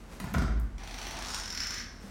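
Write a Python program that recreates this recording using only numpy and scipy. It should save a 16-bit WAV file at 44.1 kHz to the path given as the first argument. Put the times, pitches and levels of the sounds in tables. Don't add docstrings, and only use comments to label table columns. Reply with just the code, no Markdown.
import sys
import numpy as np
from scipy import signal
from scipy.fft import rfft, irfft, next_fast_len
from scipy.io import wavfile

SR = 44100
rng = np.random.default_rng(int(sys.argv[2]) if len(sys.argv) > 2 else 0)


def inscribe(sig):
    pcm = np.round(np.clip(np.atleast_2d(sig).T, -1, 1) * 32767)
    wavfile.write(sys.argv[1], SR, pcm.astype(np.int16))


N = 92610
TIME = np.arange(N) / SR

# f/Hz, t60/s
ROOM_FADE = [(80, 0.79), (300, 1), (1500, 0.77), (5500, 0.57), (9000, 0.41), (15000, .27)]
# f/Hz, level/dB
VENT_COLOUR = [(25, -23.5), (50, 9), (90, 3), (150, -3), (220, 4), (300, -2.5), (500, -12), (1500, -15.5),
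               (3000, -26), (8000, -32), (15000, -44)]
# t/s, level/dB
RUSTLE_LEVEL = [(0, -57), (.08, -58), (.13, -47), (.19, -53), (.25, -49.5), (.32, -49), (.4, -87),
                (1.99, -62), (2.03, -51), (2.1, -51)]
# f/Hz, level/dB
RUSTLE_COLOUR = [(50, 9), (200, 5.5), (450, 7), (1600, -1.5), (3000, -7), (6500, -10), (10000, -15),
                 (15000, -22)]
# t/s, level/dB
DRONE_LEVEL = [(0, -48), (.68, -42), (.8, -37), (.86, -44), (.92, -39), (1.1, -42.5), (1.5, -45.5),
               (1.95, -46.5), (2.1, -63)]
# t/s, level/dB
FRAME_BUMPS = [(0.111, -44), (0.206, -28.5), (0.318, -26), (2.039, -31)]
# t/s, level/dB, decay/s
CATCH_CLICKS = [(0.1992, -27, .001), (.2405, -29, 0.0022), (0.336, -21, 0.0044), (.4205, -35, .001),
                (.5992, -29, .0004)]
# t/s, relative level/dB, bass/dB, treble/dB
KNOCKS = [(0.2, -16, 7, 14), (.240, -14.5, 8, -7), (0.276, -16.5, 3.5, -8), (0.3398, -5, -3, 3.5),
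          (.347, -2, 2.5, -21), (.382, -15, 13.5, 15.5), (.421, -17, 19, 13), (.479, -14.5, -6, -8)]
# f/Hz, level/dB
KNOCK_COLOUR = [(40, -9), (80, 12), (220, 8.5), (310, -2), (520, -7.5), (700, 0), (950, -2), (1400, 1.5),
                (1850, -2), (2700, -15), (5500, -19.5), (8000, -27), (11000, -33.5), (15000, -40)]
# f/Hz, level/dB, t60/s
PANEL_TONES = [(69.85, -25.5, 0.87), (107.6, -31, 0.93), (147.4, -35, 0.64), (194, -26, 0.24),
               (205.2, -30.5, 0.71), (234.8, -31, 0.56), (269, -48, .6), (387, -46, 1), (1550, -51, 0.46),
               (1574, -49, 1)]
# t/s, f/Hz, level/dB
BOOM = [(.35, 62.41, -65), (.39, 59.3, -29), (.45, 52.8, -26), (.475, 51, -31), (.51, 51.5, -24.5),
        (.61, 57, -24.5), (.66, 53.64, -28.5), (.685, 49.4, -39), (.76, 55.1, -34.5), (.86, 55, -57)]
# t/s, relative level/dB
RUB_LEVEL = [(.76, -84), (.8, -45), (.9, -46.5), (1.05, -43.5), (1.3, -40.5), (1.42, -41), (1.5, -41.5),
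             (1.62, -33), (1.72, -35), (1.81, -34.5), (1.87, -61.5), (1.95, -58.5)]
# t/s, relative level/dB
TICKS = [(.781, -9), (.807, -17), (.835, -6), (.874, -2.5), (.910, -3), (.942, -1), (.981, -3.5), (.986, 0),
         (1.015, 0.5), (1.027, -2.5), (1.052, -3.5), (1.068, 2.5), (1.086, -8), (1.109, 2), (1.152, -9),
         (1.168, -2), (1.188, -2), (1.412, -10), (1.435, -2.5), (1.457, -3), (1.478, -2), (1.502, 1.5),
         (1.525, 1.5), (1.5485, 3), (1.5745, 5), (1.6028, 5.5), (1.6345, 3.5), (1.669, 5.5), (1.7062, 5.5),
         (1.741, 4), (1.783, -1.5)]
# t/s, rate/(ticks per s), relative level/dB
RATTLE = [(1.21, 80.4, -9), (1.28, 85, 0), (1.35, 105, -1.5), (1.40, 86, -4.5)]
# t/s, place (0 = start, 1 = end)
TRACK_BLEND = [(1.12, 0), (1.31, 0.48), (1.40, 0.7), (1.53, 1)]
# f/Hz, level/dB
TRACK_START = [(100, -1.5), (300, 4.5), (580, 0), (690, 11.5), (1100, 5), (2000, 5), (3000, 0.5),
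               (4400, -1.5), (5000, -8), (5800, 0), (6700, -12.5), (8300, -16.5), (9300, -13.5),
               (10500, -25), (14500, -25.5)]
TRACK_MIDDLE = [(100, -2), (550, -1), (730, 3), (1500, 6.5), (2100, -5), (2800, -4.5), (4400, -4.5),
                (4900, -1.5), (5400, 2), (6100, -5.5), (6700, -5.5), (8000, -15), (9200, -11.5),
                (10300, -25.5), (12000, -24.5), (15000, -32)]
TRACK_END = [(100, -8), (700, -10.5), (1150, -4.5), (1550, 4.5), (2150, 2.5), (2750, -6.5), (4450, -3.5),
             (4900, -3.5), (5300, 8), (6000, 1), (6600, -14.5), (7150, -7.5), (8100, -26.5), (9400, -16.5),
             (10200, -37), (11300, -18), (12300, -30), (15000, -28)]

CUTOFF_HZ = 15900


def from_db(db):
    return 10 ** (np.asarray(db) / 20)


def unit_power(x):
    return x / np.sqrt(np.mean(x ** 2) + 1e-20)


def in_time(rows):
    times, *columns = np.transpose(rows)
    return [np.interp(TIME, times, column) for column in columns]


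def at_hz(points, hz):
    table_hz, values = np.transpose(points)
    return np.interp(np.log(np.maximum(hz, 1)), np.log(table_hz), values)


def keep_band(x, hz, kind):
    return signal.sosfilt(signal.butter(2, hz, kind, fs=SR, output="sos"), x)


def colour(x, spectrum):
    size = 2 * next_fast_len(N // 2 + SR // 10)
    gains = from_db(at_hz(spectrum, np.fft.rfftfreq(size, 1 / SR)))
    cepstrum = irfft(np.log(gains))
    cepstrum[1:size // 2] *= 2
    cepstrum[size // 2 + 1:] = 0
    return irfft(rfft(x, size) * np.exp(rfft(cepstrum)))[:N]


def drift(rate_hz):
    return unit_power(keep_band(rng.standard_normal(2 * N), rate_hz, "low")[N:])


def grains(per_s=5000, spread_db=1.5):
    sizes = from_db(spread_db * np.minimum(rng.exponential(1, N), 4))
    signs = rng.choice([-1, 1], N)
    return unit_power(sizes * signs * (rng.random(N) < per_s / SR))


def ring(start_s, hz, db, t60, attack_s=0.01):
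    age = np.maximum(TIME - start_s, 0)
    envelope = np.exp(-np.log(1000) * age / t60) * (1 - np.exp(-age / attack_s))
    return from_db(db) * envelope * np.sin(2 * np.pi * hz * age)


def contacts(rows, decay_s, attack_s=0.00046):
    out, age = np.zeros(N + SR), TIME[:SR // 20]
    envelope = np.exp(-age / decay_s) * (1 - np.exp(-age / attack_s))
    for s, db in rows:
        burst = rng.choice([-1, 1], len(age)) * envelope
        start = int(s * SR)
        out[start:start + len(age)] += from_db(db) * burst / np.linalg.norm(burst)
    return out[:N]


def room_tail(delay_s=0.003):
    size = SR // 2
    age, hz = TIME[:size], np.fft.rfftfreq(size, 1 / SR)
    noise_spectrum = rfft(rng.standard_normal(size))
    edges_hz, tail = np.r_[0, np.geomspace(150, 20000, 10)], 0
    for low, high in zip(edges_hz, edges_hz[1:]):
        band = irfft(noise_spectrum * ((hz >= low) & (hz < high)))
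        band *= np.exp(-np.log(1000) * age / at_hz(ROOM_FADE, (low + high) / 2))
        tail += band / np.linalg.norm(band) * np.sqrt(2 * (high - low) / SR)
    return np.concatenate([np.zeros(int(delay_s * SR)), tail])


def in_room(x, tail, echo_db):
    echo_gain = from_db(echo_db)
    return (x + echo_gain * signal.fftconvolve(x, tail)[:N]) / np.hypot(1, echo_gain)


def ventilation():
    return from_db(-50) * unit_power(colour(rng.standard_normal(N), VENT_COLOUR))


def hand_rustle(tail):
    rubbing = unit_power(colour(grains(), RUSTLE_COLOUR))
    return in_room(from_db(in_time(RUSTLE_LEVEL)[0]) * rubbing, tail, echo_db=-15.5)


def panel_drone(centre_hz=41, wander_hz=2.28, waver_db=1.5):
    hz = centre_hz + wander_hz * drift(rate_hz=6)
    db = in_time(DRONE_LEVEL)[0] + waver_db * drift(rate_hz=10.7)
    return from_db(db) * np.sin(2 * np.pi * np.cumsum(hz) / SR)


def frame_bumps():
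    return sum(ring(s, hz=196, db=db, t60=0.13) for s, db in FRAME_BUMPS)


def catch_clicks(tail, lowest_hz=8800):
    clicks = 0
    for s, db, decay_s in CATCH_CLICKS:
        click = keep_band(contacts([(s, 0)], decay_s), [lowest_hz, CUTOFF_HZ], "band")
        clicks += from_db(db) * click / np.linalg.norm(click)
    return in_room(clicks, tail, echo_db=-3.5)


def catch_ping():
    return ring(KNOCKS[0][0], hz=9480, db=-51, t60=0.14, attack_s=0.00059)


def knocks(tail, boost_db=11.5, bass_hz=300, treble_hz=4000):
    force = 0
    for s, db, bass_db, treble_db in KNOCKS:
        hit = contacts([(s, db + boost_db)], decay_s=0.0041)
        bass, treble = keep_band(hit, bass_hz, "low"), keep_band(hit, treble_hz, "high")
        middle = keep_band(keep_band(hit, bass_hz, "high"), treble_hz, "low")
        force += from_db(bass_db) * bass - middle + from_db(treble_db) * treble
    return in_room(colour(force, KNOCK_COLOUR), tail, echo_db=2)


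def panel_thump(start_s=0.343, swell_s=0.0244):
    tones = sum(ring(start_s, hz, db, t60) for hz, db, t60 in PANEL_TONES)
    boom_hz, boom_db = in_time(BOOM)
    fade_in = np.clip((TIME - start_s) / swell_s, 0, 1)
    boom = from_db(boom_db) * np.sin(2 * np.pi * np.cumsum(boom_hz) / SR)
    return tones + fade_in * boom


def rolling_rumble(band_hz=(68, 83)):
    rumble = unit_power(keep_band(rng.standard_normal(N), band_hz, "band"))
    rolling = 1.0 * (TIME > RUB_LEVEL[0][0]) * (TIME < RUB_LEVEL[-1][0])
    envelope = keep_band(rolling, 18, "low")
    return from_db(-54) * envelope * rumble


def rollers():
    rub = from_db(in_time(RUB_LEVEL)[0]) * grains()
    ticks = from_db(-6) * contacts(TICKS + roller_rattle(), decay_s=0.0033)
    ticks = colour(ticks, [(1500, -6.5), (5000, 1.5), (11000, 5)])
    place, out = in_time(TRACK_BLEND)[0], 0
    spots = [(0, TRACK_START, 2.5), (0.5, TRACK_MIDDLE, 2.5), (1, TRACK_END, -0.5)]
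    for spot, spectrum, tick_echo_db in spots:
        share = np.sqrt(np.maximum(1 - 2 * abs(place - spot), 0))
        ticks_here = in_room(share * ticks, room_tail(), tick_echo_db)
        rub_here = in_room(share * rub, room_tail(), echo_db=-0.5)
        out += colour(ticks_here + rub_here, spectrum)
    return out


def roller_rattle(jitter_s=0.00093, spread_db=3):
    rate, db = in_time(RATTLE)
    rattling = (TIME > RATTLE[0][0]) * (TIME < RATTLE[-1][0])
    tick_count = np.ceil(np.cumsum(rate * rattling) / SR)
    starts = np.flatnonzero(np.diff(tick_count))
    chance = rng.standard_normal((64, 2))[:len(starts)]
    times = TIME[starts] + jitter_s * chance[:, 0]
    levels = db[starts] + spread_db * chance[:, 1]
    return list(zip(times, levels))


def scene():
    tail = room_tail()
    mix = ventilation() + hand_rustle(tail) + panel_drone() + frame_bumps()
    mix += catch_clicks(tail) + catch_ping() + knocks(tail) + panel_thump()
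    mix += rolling_rumble() + rollers()
    return mix[None]


def record(dry):
    treble_cut = signal.ellip(10, 0.1, 70, CUTOFF_HZ, fs=SR, output="sos")
    return signal.sosfilt(treble_cut, keep_band(dry, 25, "high"))


dry = scene()
out = record(dry)
inscribe(out)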